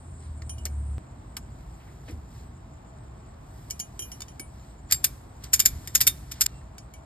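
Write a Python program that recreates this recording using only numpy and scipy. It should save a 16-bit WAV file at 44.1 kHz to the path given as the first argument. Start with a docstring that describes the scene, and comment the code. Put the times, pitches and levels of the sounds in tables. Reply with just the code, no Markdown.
"""Ratchet strap tightening

A steel ratchet strap is tightened in a narrow gap between a shed and a greenhouse.
Hook and handle clink as decaying modes while the webbing swishes as grainy noise.
Then the pawl snaps over the teeth in runs of two and three: noise bursts plus frame modes.
Behind: noise rumble and air, a distant engine in the first second, thin insect bands, a brief bird whistle."""
import sys
import numpy as np
from scipy import signal
from scipy.fft import rfft, irfft, next_fast_len
from scipy.io import wavfile
from scipy.ndimage import uniform_filter1d

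SR = 44100
rng = np.random.default_rng(int(sys.argv[2]) if len(sys.argv) > 2 else 0)


def generate_wav(signal):
    """Clip the signal to [-1, 1] and save it as 16-bit WAV at the path in sys.argv[1]."""
    frames = np.transpose(np.atleast_2d(signal))
    scaled = np.clip(frames, -1, 1) * 32767
    pcm = np.round(scaled).astype(np.int16)
    wavfile.write(sys.argv[1], SR, pcm)


N = 310903
TIME = np.arange(N) / SR
HIT_TIME = np.arange(SR // 2) / SR

# pawl snaps: snap_s, level_db, slip_before_snap_s, slip_db, clank_hz, clank_db,
# favoured_mode_hz, favoured_ring_db
PAWL_SNAPS = [(4.923, -11.5, .012, -11.5, 4660, 9, 7490, -10),
              (5.0442, -14, .0022, -1, 9700, 5.5, 12170, -27),
              (5.4398, -36.5, 0.0021, 0, 5250, -5, 5240, -20),
              (5.5382, -11, .0052, -3, 7050, 8.5, 7150, 1.5),
              (5.6002, -12.5, 0.0066, -4.5, 7200, 10, 5240, -23),
              (5.6583, -12, .0045, -9, 7100, 11, 11620, -5),
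              (5.8742, -29, 0.00081, -21, 1900, 16, 7490, -19),
              (5.9546, -12.5, .0042, -0.5, 6900, 9, 4500, -20.5),
              (6.0123, -12, .0068, -4.5, 4730, 7, 11800, -27),
              (6.074, -10, .0054, -3.5, 9350, 6, 3640, -14),
              (6.318, -28.5, 0.0038, -5, 3550, 2.5, 3640, -21),
              (6.4158, -13, 0.0065, 0.5, 7300, 7, 2340, -37),
              (6.4642, -21.5, 0.0026, 4.5, 7240, 14.5, 7150, 5.5)]


def undb(db):
    """Decibels to amplitude gain."""
    return 10 ** (np.asarray(db) / 20)


def unit(x):
    """Scale to rms 1."""
    return x / np.sqrt(np.mean(x ** 2))


def decay(t, t60):
    """Exponential fade from t = 0, 60 dB in t60 seconds; zero before."""
    return (t >= 0) * np.exp(-np.log(1000) * np.maximum(t, 0) / t60)


def add(track, s, sound):
    """Mix a sound into a track at time s."""
    i = int(s * SR)
    track[i:i + len(sound)] += sound[:len(track) - i]


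def colour(x, points, keep_power=False):
    """Causal minimum-phase filter through (hz, db) points, built from the folded cepstrum."""
    size = 2 * next_fast_len(len(x))
    hz, db = np.transpose(points)
    log_bins = np.log(np.fft.rfftfreq(size, 1 / SR) + 1)
    gain = undb(np.interp(log_bins, np.log(hz), db))
    cepstrum = irfft(np.log(unit(gain) if keep_power else gain))
    cepstrum[1:] *= 2
    response = np.exp(rfft(cepstrum[:size // 2], size))
    return irfft(rfft(x, size) * response)[:len(x)]


def band(hz, width_hz, size=N):
    """Noise passed twice through one resonance, rms 1."""
    b, a = signal.iirpeak(hz, hz / width_hz, fs=SR)
    once = signal.lfilter(b, a, rng.standard_normal(size))
    return unit(signal.lfilter(b, a, once))


def walk(rate_hz):
    """Slow random wander with a spread near 1."""
    k = int(SR / rate_hz)
    steps = np.repeat(rng.standard_normal(N // k + 1), k)
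    return unit(uniform_filter1d(steps, k)[:N])


def swell(middle_s, length_s):
    """Smooth rise and fall that stays above half power for length_s."""
    return 2 ** (-2 * ((TIME - middle_s) / length_s) ** 2)


def after_snaps(t60):
    """Envelope that jumps with the strength of each snap and fades."""
    power = sum((undb(db) * decay(TIME - s, t60)) ** 2 for s, db, *_ in PAWL_SNAPS)
    return np.sqrt(power)


def ring(modes, ring_db, favoured_hz, favoured_db, scatter_db, grip_s):
    """Steel modes after a blow; the point of contact favours one and the hand damps them all."""
    hz, db, t60 = np.transpose(modes)
    chance = rng.standard_normal((len(hz), 2))
    gain = undb(ring_db + db + scatter_db * chance[:, 0])
    gain[np.argmin(abs(hz - favoured_hz))] = undb(favoured_db)
    waves = np.sin(2 * np.pi * (hz[:, None] * HIT_TIME + chance[:, 1:]))
    grip = np.exp(-(HIT_TIME / grip_s) ** 2)
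    return np.sqrt(2) * gain @ (waves * decay(HIT_TIME, t60[:, None])) * grip


def jangle(t60, count):
    """Many short modes of small loose parts, different at each contact; starts near rms 1."""
    place, phase, size = rng.random((3, count, 1))
    hz = 1500 + 13500 * (np.arange(count)[:, None] + place) / count
    t = HIT_TIME[:len(HIT_TIME) // 3]
    waves = unit(np.sum(size * np.sin(2 * np.pi * (hz * t + phase)), axis=0))
    return np.pad(waves, (0, len(HIT_TIME) - len(t))) * decay(HIT_TIME, t60)


def engine(partials_db=(0, -13, -21), waver_db=1, click_db=-23, click_t60=0.00028):
    """A distant exhaust drone sinks in pitch and swells, then is cut short with a small click."""
    start_hz, idle_hz, slowing_s = 84.7, 66, .65
    start_db, end_db, cut_s = -53.5, -31.5, .982
    hz = idle_hz + (start_hz - idle_hz) * np.exp(-TIME / slowing_s)
    phase = 2 * np.pi * np.cumsum(hz) / SR
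    loudness = np.interp(TIME, [0, cut_s], undb([start_db, end_db]))
    # uneven cylinders put the partials half a firing rate apart
    drone = sum(undb(db + waver_db * walk(15.4)) * np.sin((k + 2) / 2 * phase)
                for k, db in enumerate(partials_db))
    click = undb(click_db) * decay(TIME - cut_s, click_t60)
    return np.sqrt(2) * drone * loudness * (TIME < cut_s) + click


def insects(flutter_db=4.0):
    """Narrow, fluttering noise bands of song far off in the grass."""
    # song bands: centre_hz, width_per_filter_pass_hz, level_db, start_s, end_s
    songs = [(7160, 240, -74, 0, 8.1), (8120, 630, -72.5, 0, 7.1), (8780, 590, -65, 0, .98),
             (7700, 1200, -68.5, 0, .98)]
    out = np.zeros(N)
    for hz, width_hz, db, start_s, end_s in songs:
        sounding = (TIME >= start_s) * (TIME < end_s)
        out += band(hz, width_hz) * undb(db + flutter_db * walk(22)) * sounding
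    return out


def outdoors(air_db=-54, whine_hz=646, whine_db=-70, waver_db=3):
    """Rumble common to both ports, a diffuse wash of distant noise and a faint wavering whine."""
    # rumble spectrum, normalised to rms 1 in use: hz, relative_db
    rumble_colour = [(20, -28.5), (33, -22), (45, -4), (58, 2.5), (80, -3), (100, -6), (125, -3),
                     (170, -12.5), (250, -16.5), (400, -24), (700, -48.5), (2000, -83)]
    # distant wash spectrum, normalised to rms 1 in use: hz, relative_db
    air_colour = [(100, 1.5), (300, 8), (480, 3), (700, 2.5), (1100, 2), (1600, -5), (2300, -11.5),
                  (4000, -20.5), (6300, -48), (9500, -53), (14400, -47), (15500, -55.5)]
    rumble_db, ease_db_per_s, gust_db, gusts_hz = -43, 0.53, 1, 8
    tug_db, tug_smooth_s, tug_t60_s = -32, .02, 1.9  # tug_db is against the snap

    # each snap tugs the taut strap, which swells the rumble
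    tugs = undb(tug_db) * uniform_filter1d(after_snaps(tug_t60_s), int(tug_smooth_s * SR))
    steady = undb(rumble_db - ease_db_per_s * TIME + gust_db * walk(gusts_hz))
    rumble = unit(colour(rng.standard_normal(N), rumble_colour)) * np.hypot(steady, tugs)

    air = np.array([unit(colour(rng.standard_normal(N), air_colour)) for _ in range(2)])
    air = air * undb(air_db) * undb(.5 * walk(2))
    # the left port faces the open side
    air[0] = colour(air[0], [(380, -12.5), (700, 6.5), (1300, -1.5), (2500, -2.0)])

    whine = undb(whine_db + waver_db * walk(4.4)) * band(whine_hz, 7.7)
    return rumble + air + whine


def weave(grain_db=1.5):
    """Webbing catches and slips in small uneven grains; rms 1."""
    # webbing spectrum: hz, relative_db
    strap_colour = [(300, -5), (1800, 11), (3000, 6), (5000, 8.5), (7500, 6), (10000, 0), (12300, -3),
                    (15500, -10)]
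    grains = rng.standard_normal(N) * undb(grain_db * walk(400))
    return unit(colour(grains, strap_colour))


def strap(top_hz=9500):
    """The webbing swishes in each pull, settles on the spool after each snap and rubs in the hands."""
    # pulls of webbing through the hands: middle_s, length_s, level_db, top_db
    hand_pulls = [(0.24, 0.084, -62.5, -23), (1.605, 0.024, -71, -5), (1.865, 0.56, -69.5, 10),
                  (2.1, 0.039, -56, -1), (2.382, 0.089, -61.5, 5), (3.66, 0.24, -64.5, 11),
                  (4.15, 0.32, -64, 6), (4.638, 0.15, -64, 4), (4.922, 0.021, -38.5, -5),
                  (5.452, 0.027, -52, -4), (5.83, 0.45, -57.5, 8), (6.366, 0.075, -54.5, -3)]
    settle_db, settle_t60_s, hold_db = -41, .75, -68.5  # settle_db is against the snap
    rub = weave()
    highpass = signal.butter(2, top_hz, "high", fs=SR, output="sos")
    top = signal.sosfiltfilt(highpass, rub)
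    pulls = sum(undb(db) * swell(s, length_s) * (rub + (undb(top_db) - 1) * top)
                for s, length_s, db, top_db in hand_pulls)
    settling = undb(settle_db) * after_snaps(settle_t60_s)
    return pulls + weave() * np.hypot(undb(hold_db), settling)


def hook(tick_t60=0.024, jangle_db=-10, jangle_t60=0.072):
    """Loose steel parts touch: a tick, the short clank of the handle, the long thin ring of the hook."""
    # clinks: start_s, level_db (before a common +3 dB), body_db, top_db, hook_ring_db,
    # favoured_mode_hz, favoured_ring_db
    clinks = [(.4200, -45.5, 10, -28, -51, 2260, -40), (0.4948, -44.5, 1.5, -11, -11, 9270, 4),
              (0.5826, -47.5, -9, -9, -22, 2945, -8), (.654, -27.5, -7, 4, -41, 6864, -25),
              (.6605, -41, 4, 1, -34, 2260, -15), (1.3676, -32.5, 1, 5.5, -52, 6864, -34),
              (2.109, -50.5, 0, 0, -26, 6864, -30), (3.7015, -41.5, -6, 4, -15, 6864, -16),
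              (3.708, -29, -10, 1.5, -35, 11030, -14), (3.7939, -35, -12, -1, -36, 3138, -24),
              (3.7991, -31, -4, 3.5, -20, 6864, -2), (3.9926, -43, 7.5, 10, -6, 12470, -10),
              (4.022, -55, 0, -8, 4.5, 3138, 7), (4.117, -43.5, -1, 1, -14.5, 5640, -3),
              (4.2054, -39, 1, 1, -29, 3607, -14), (4.2193, -32, -3.5, -6, -45, 3607, -15),
              (4.283, -50.5, 5, -10, -14.5, 10570, -12), (4.3960, -39, 2, 5, -28, 2260, -7),
              (4.3990, -40, -11, -7, -28, 9270, -2), (6.7815, -37, -5, -9.5, -35, 6864, -16.5),
              (6.938, -50.5, -2, 4, -17.5, 2260, -6)]
    # hook modes, before hand damping: hz, relative_db, t60_s
    hook_modes = [(2263, -17, .16), (2428, -11, 0.42), (2925, 0, 0.19), (3136, 4, 0.095),
                  (3594, -29, 0.059), (5590, 2, 0.14), (6240, 8, 0.16), (6760, 4.5, 0.11), (7170, -4, .18),
                  (9310, 2.5, 0.17), (10250, 6, 0.13), (10980, 9, 0.16), (12470, -21.5, 1)]
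    # handle modes, before extra damping by the palm: hz, relative_db, t60_s
    handle_modes = [(2280, 11.5, 0.06), (2990, 10.5, 0.063), (3700, -7, 0.046), (4950, -59, 0.022),
                    (5320, -20, 0.076), (6920, 22, 0.047), (7240, -9, 0.026), (8150, -10, 0.031),
                    (10050, 19, 0.033), (12230, 6.5, 0.03), (11500, -19, 0.017), (12700, -27, 0.022)]
    # tick spectrum, normalised in use: hz, relative_db
    tick_colour = [(200, 4.5), (800, -9), (1400, -1), (2400, -4.5), (3900, -5.5), (5200, 6), (7000, 3.5),
                   (8800, -1.5), (11500, 0.5), (15500, -13)]
    handle_db = -30.5  # against the clink
    out, t = np.zeros(N), HIT_TIME
    for s, db, body_db, top_db, ring_db, hz, favoured_db in clinks:
        contact = decay(t, tick_t60) * rng.standard_normal(len(t))
        contact += undb(jangle_db) * jangle(jangle_t60, count=30)
        tick = colour(contact, tick_colour, True)
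        tick = colour(tick, [(2200, body_db), (5000, 0), (12000, top_db)])
        clank = ring(handle_modes, handle_db, hz, handle_db, scatter_db=3, grip_s=0.038)
        ping = ring(hook_modes, ring_db, hz, favoured_db, scatter_db=1.5, grip_s=0.16)
        add(out, s, undb(db + 3.0) * (tick + clank + ping))
    return out


def bumps():
    """Soft, heavily damped knocks: decaying noise bands."""
    # dull bumps and scuffs of strap and feet: start_s, peak_db (before a common +2.5 dB), centre_hz, t60_s
    knocks = [(.655, -42, 460, 0.12), (.66, -34, 2170, 0.045), (1.37, -37, 1140, 0.065),
              (1.368, -37, 2510, 0.036), (1.37, -37, 4730, 0.028), (1.8, -55, 2380, .3),
              (1.871, -53.5, 1850, .4), (2.083, -36.5, 300, 0.31), (2.081, -43.5, 2080, .12),
              (2.12, -33.5, 82, 0.98), (3.988, -46, 338, .37), (4.393, -43, 302, 0.12),
              (5.70, -30, 60, 0.38), (6.357, -51, 3300, .09), (6.614, -53, 1700, 0.039)]
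    out = np.zeros(N)
    for s, db, hz, t60 in knocks:
        knock = band(hz, 0.6 * hz, size=len(HIT_TIME)) * decay(HIT_TIME, t60)
        add(out, s, undb(db + 2.5) * knock / abs(knock).max())
    return out


def pawl(climb_s=.015, climb_db=-21, climb_t60=0.026, snap_t60=0.032, slip_t60=0.056,
         bounce_s=0.0028, bounce_db=-2, rattle_db=-12, rattle_t60=0.11, echo_s=0.022, echo_db=-17,
         jangle_db=-8, jangle_t60=0.056, clank_span=1.096, chatter_db=3.0):
    """The pawl climbs a tooth, slips off, snaps onto the next and bounces; the shed wall answers."""
    # ratchet frame modes, before hand damping: hz, relative_db, t60_s
    frame_modes = [(2335, -2, .17), (3650, 1, .11), (4700, -2.5, .064), (5240, 4, .07), (6890, 2, .053),
                   (7150, 2, .03), (7490, -14, .17), (8046, -3.5, .07), (9310, 1.5, .09), (11620, -12, .08),
                   (12170, -5, .13), (13110, -4.5, .1)]
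    # snap spectrum, normalised in use: hz, relative_db
    snap_colour = [(200, -30), (750, -26), (1500, -12), (2400, -7.5), (4200, -9.5), (5250, 1), (6150, -2),
                   (7100, 0), (7800, -4.5), (9300, -0.5), (10300, -4.5), (12100, 0), (14000, -5.5),
                   (15500, -19.5)]
    # a harder snap is brighter: tone of a full snap and its change per dB of level
    full_snap_db, full_body_db, full_top_db = -12.5, 1, 2.2
    body_per_db, top_per_db = -0.04, 0.34
    out, t = np.zeros(N), HIT_TIME - climb_s
    for s, db, slip_s, slip_db, clank_hz, clank_db, hz, ring_db in PAWL_SNAPS:
        body_db = full_body_db + body_per_db * (db - full_snap_db)
        top_db = full_top_db + top_per_db * (db - full_snap_db)
        after = t - slip_s
        stages = [undb(slip_db + climb_db) * decay(-t, climb_t60),
                  undb(slip_db) * decay(t, slip_t60),
                  decay(after, snap_t60),
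                  undb(bounce_db) * decay(after - bounce_s, snap_t60),
                  undb(rattle_db) * decay(after, rattle_t60),
                  undb(echo_db) * decay(after - echo_s, snap_t60)]
        # tiny uneven impacts: the noise level steps about every millisecond
        steps = np.repeat(rng.uniform(-1, 1, len(t)), SR // 1000)[:len(t)]
        chatter = unit(undb(chatter_db * steps))
        contact = np.linalg.norm(stages, axis=0) * chatter * rng.standard_normal(len(t))
        add(contact, climb_s + slip_s, undb(jangle_db) * jangle(jangle_t60, count=36))
        crack = colour(contact, snap_colour, True)
        crack = colour(crack, [(4500, body_db), (7200, 0.025), (11500, top_db)])
        # the angle of the handle brings out one broad resonance
        crack = colour(crack, [(clank_hz / clank_span, 0), (clank_hz, clank_db), (clank_hz * clank_span, 0)])
        add(out, s - slip_s - climb_s, undb(db - 1.5) * crack)
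        add(out, s, undb(db) * ring(frame_modes, -27.5, hz, ring_db, scatter_db=2, grip_s=0.11))
    return out


def bird():
    """One faint distant whistle, a sine that sags in pitch."""
    middle_s, length_s, middle_hz, sag_hz_per_s, level_db = 6.56, 0.064, 2715, 680, -64
    hz = middle_hz - sag_hz_per_s * (TIME - middle_s)
    whistle = np.sqrt(2) * np.sin(2 * np.pi * np.cumsum(hz) / SR)
    return whistle * undb(level_db) * swell(middle_s, length_s)


def yard(x, tail_db=-31, tail_t60=0.63):
    """A faint diffuse tail from the surrounding garden: decaying noise, independent at each port."""
    tails = [unit(rng.standard_normal(len(HIT_TIME))) * decay(HIT_TIME, tail_t60) for _ in range(2)]
    return undb(tail_db) * np.array([signal.fftconvolve(x, h / np.linalg.norm(h))[:N] for h in tails])


def ports(direct, scattered):
    """Two spaced ports hear the direct sound out of step; close walls scatter with opposite signs."""
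    # phase by which the left port leads: hz, lead_rad
    port_phase = [(0, 0), (800, -.7), (1600, -.1), (2500, 2), (4100, .9), (5100, 1.3), (6000, 3.2),
                  (7600, 6), (8700, 6.9), (10000, 9.4), (10800, 9.8), (12100, 12.2), (13000, 12.8),
                  (14200, 15.5), (16000, 16)]
    # sound arriving from the walls: hz, gain_db
    wall_colour = [(300, -23.5), (700, -9), (1700, -23.5), (3000, -11), (4300, -4.5), (6500, -36.5),
                   (12000, -18.5), (15500, -14)]
    size = next_fast_len(N + SR)
    lead_rad = np.interp(np.fft.rfftfreq(size, 1 / SR), *np.transpose(port_phase))
    turn = np.exp(.5j * lead_rad)  # half the lead to each port
    side = colour(scattered, wall_colour)
    pair = np.array([direct + side, direct - side]) + yard(direct)
    return irfft(rfft(pair, size) * np.array([turn, turn.conj()]), size)[:, :N]


def scene(wall_s=.004, stop_s=6.467):
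    """All sources; the last snap stops abruptly."""
    stop = np.clip((stop_s - TIME) * 1000 + 1, 0, 1)  # 1 ms ramp
    ratchet = ports(pawl(), pawl()) * stop
    hands = hook() + strap() + bumps()
    off_wall = np.roll(hands, int(wall_s * SR))
    near_and_far = ports(hands + insects() + bird(), off_wall)
    return ratchet + near_and_far + engine() + outdoors()


def record(dry):
    """Clip peaks at full scale, then cut the top with a steep elliptic low-pass."""
    top_hz = 15800
    lowpass = signal.ellip(10, .2, 80, top_hz, fs=SR, output="sos")
    return signal.sosfilt(lowpass, np.clip(dry, -1, 1))


dry = scene()
out = record(dry)
generate_wav(out)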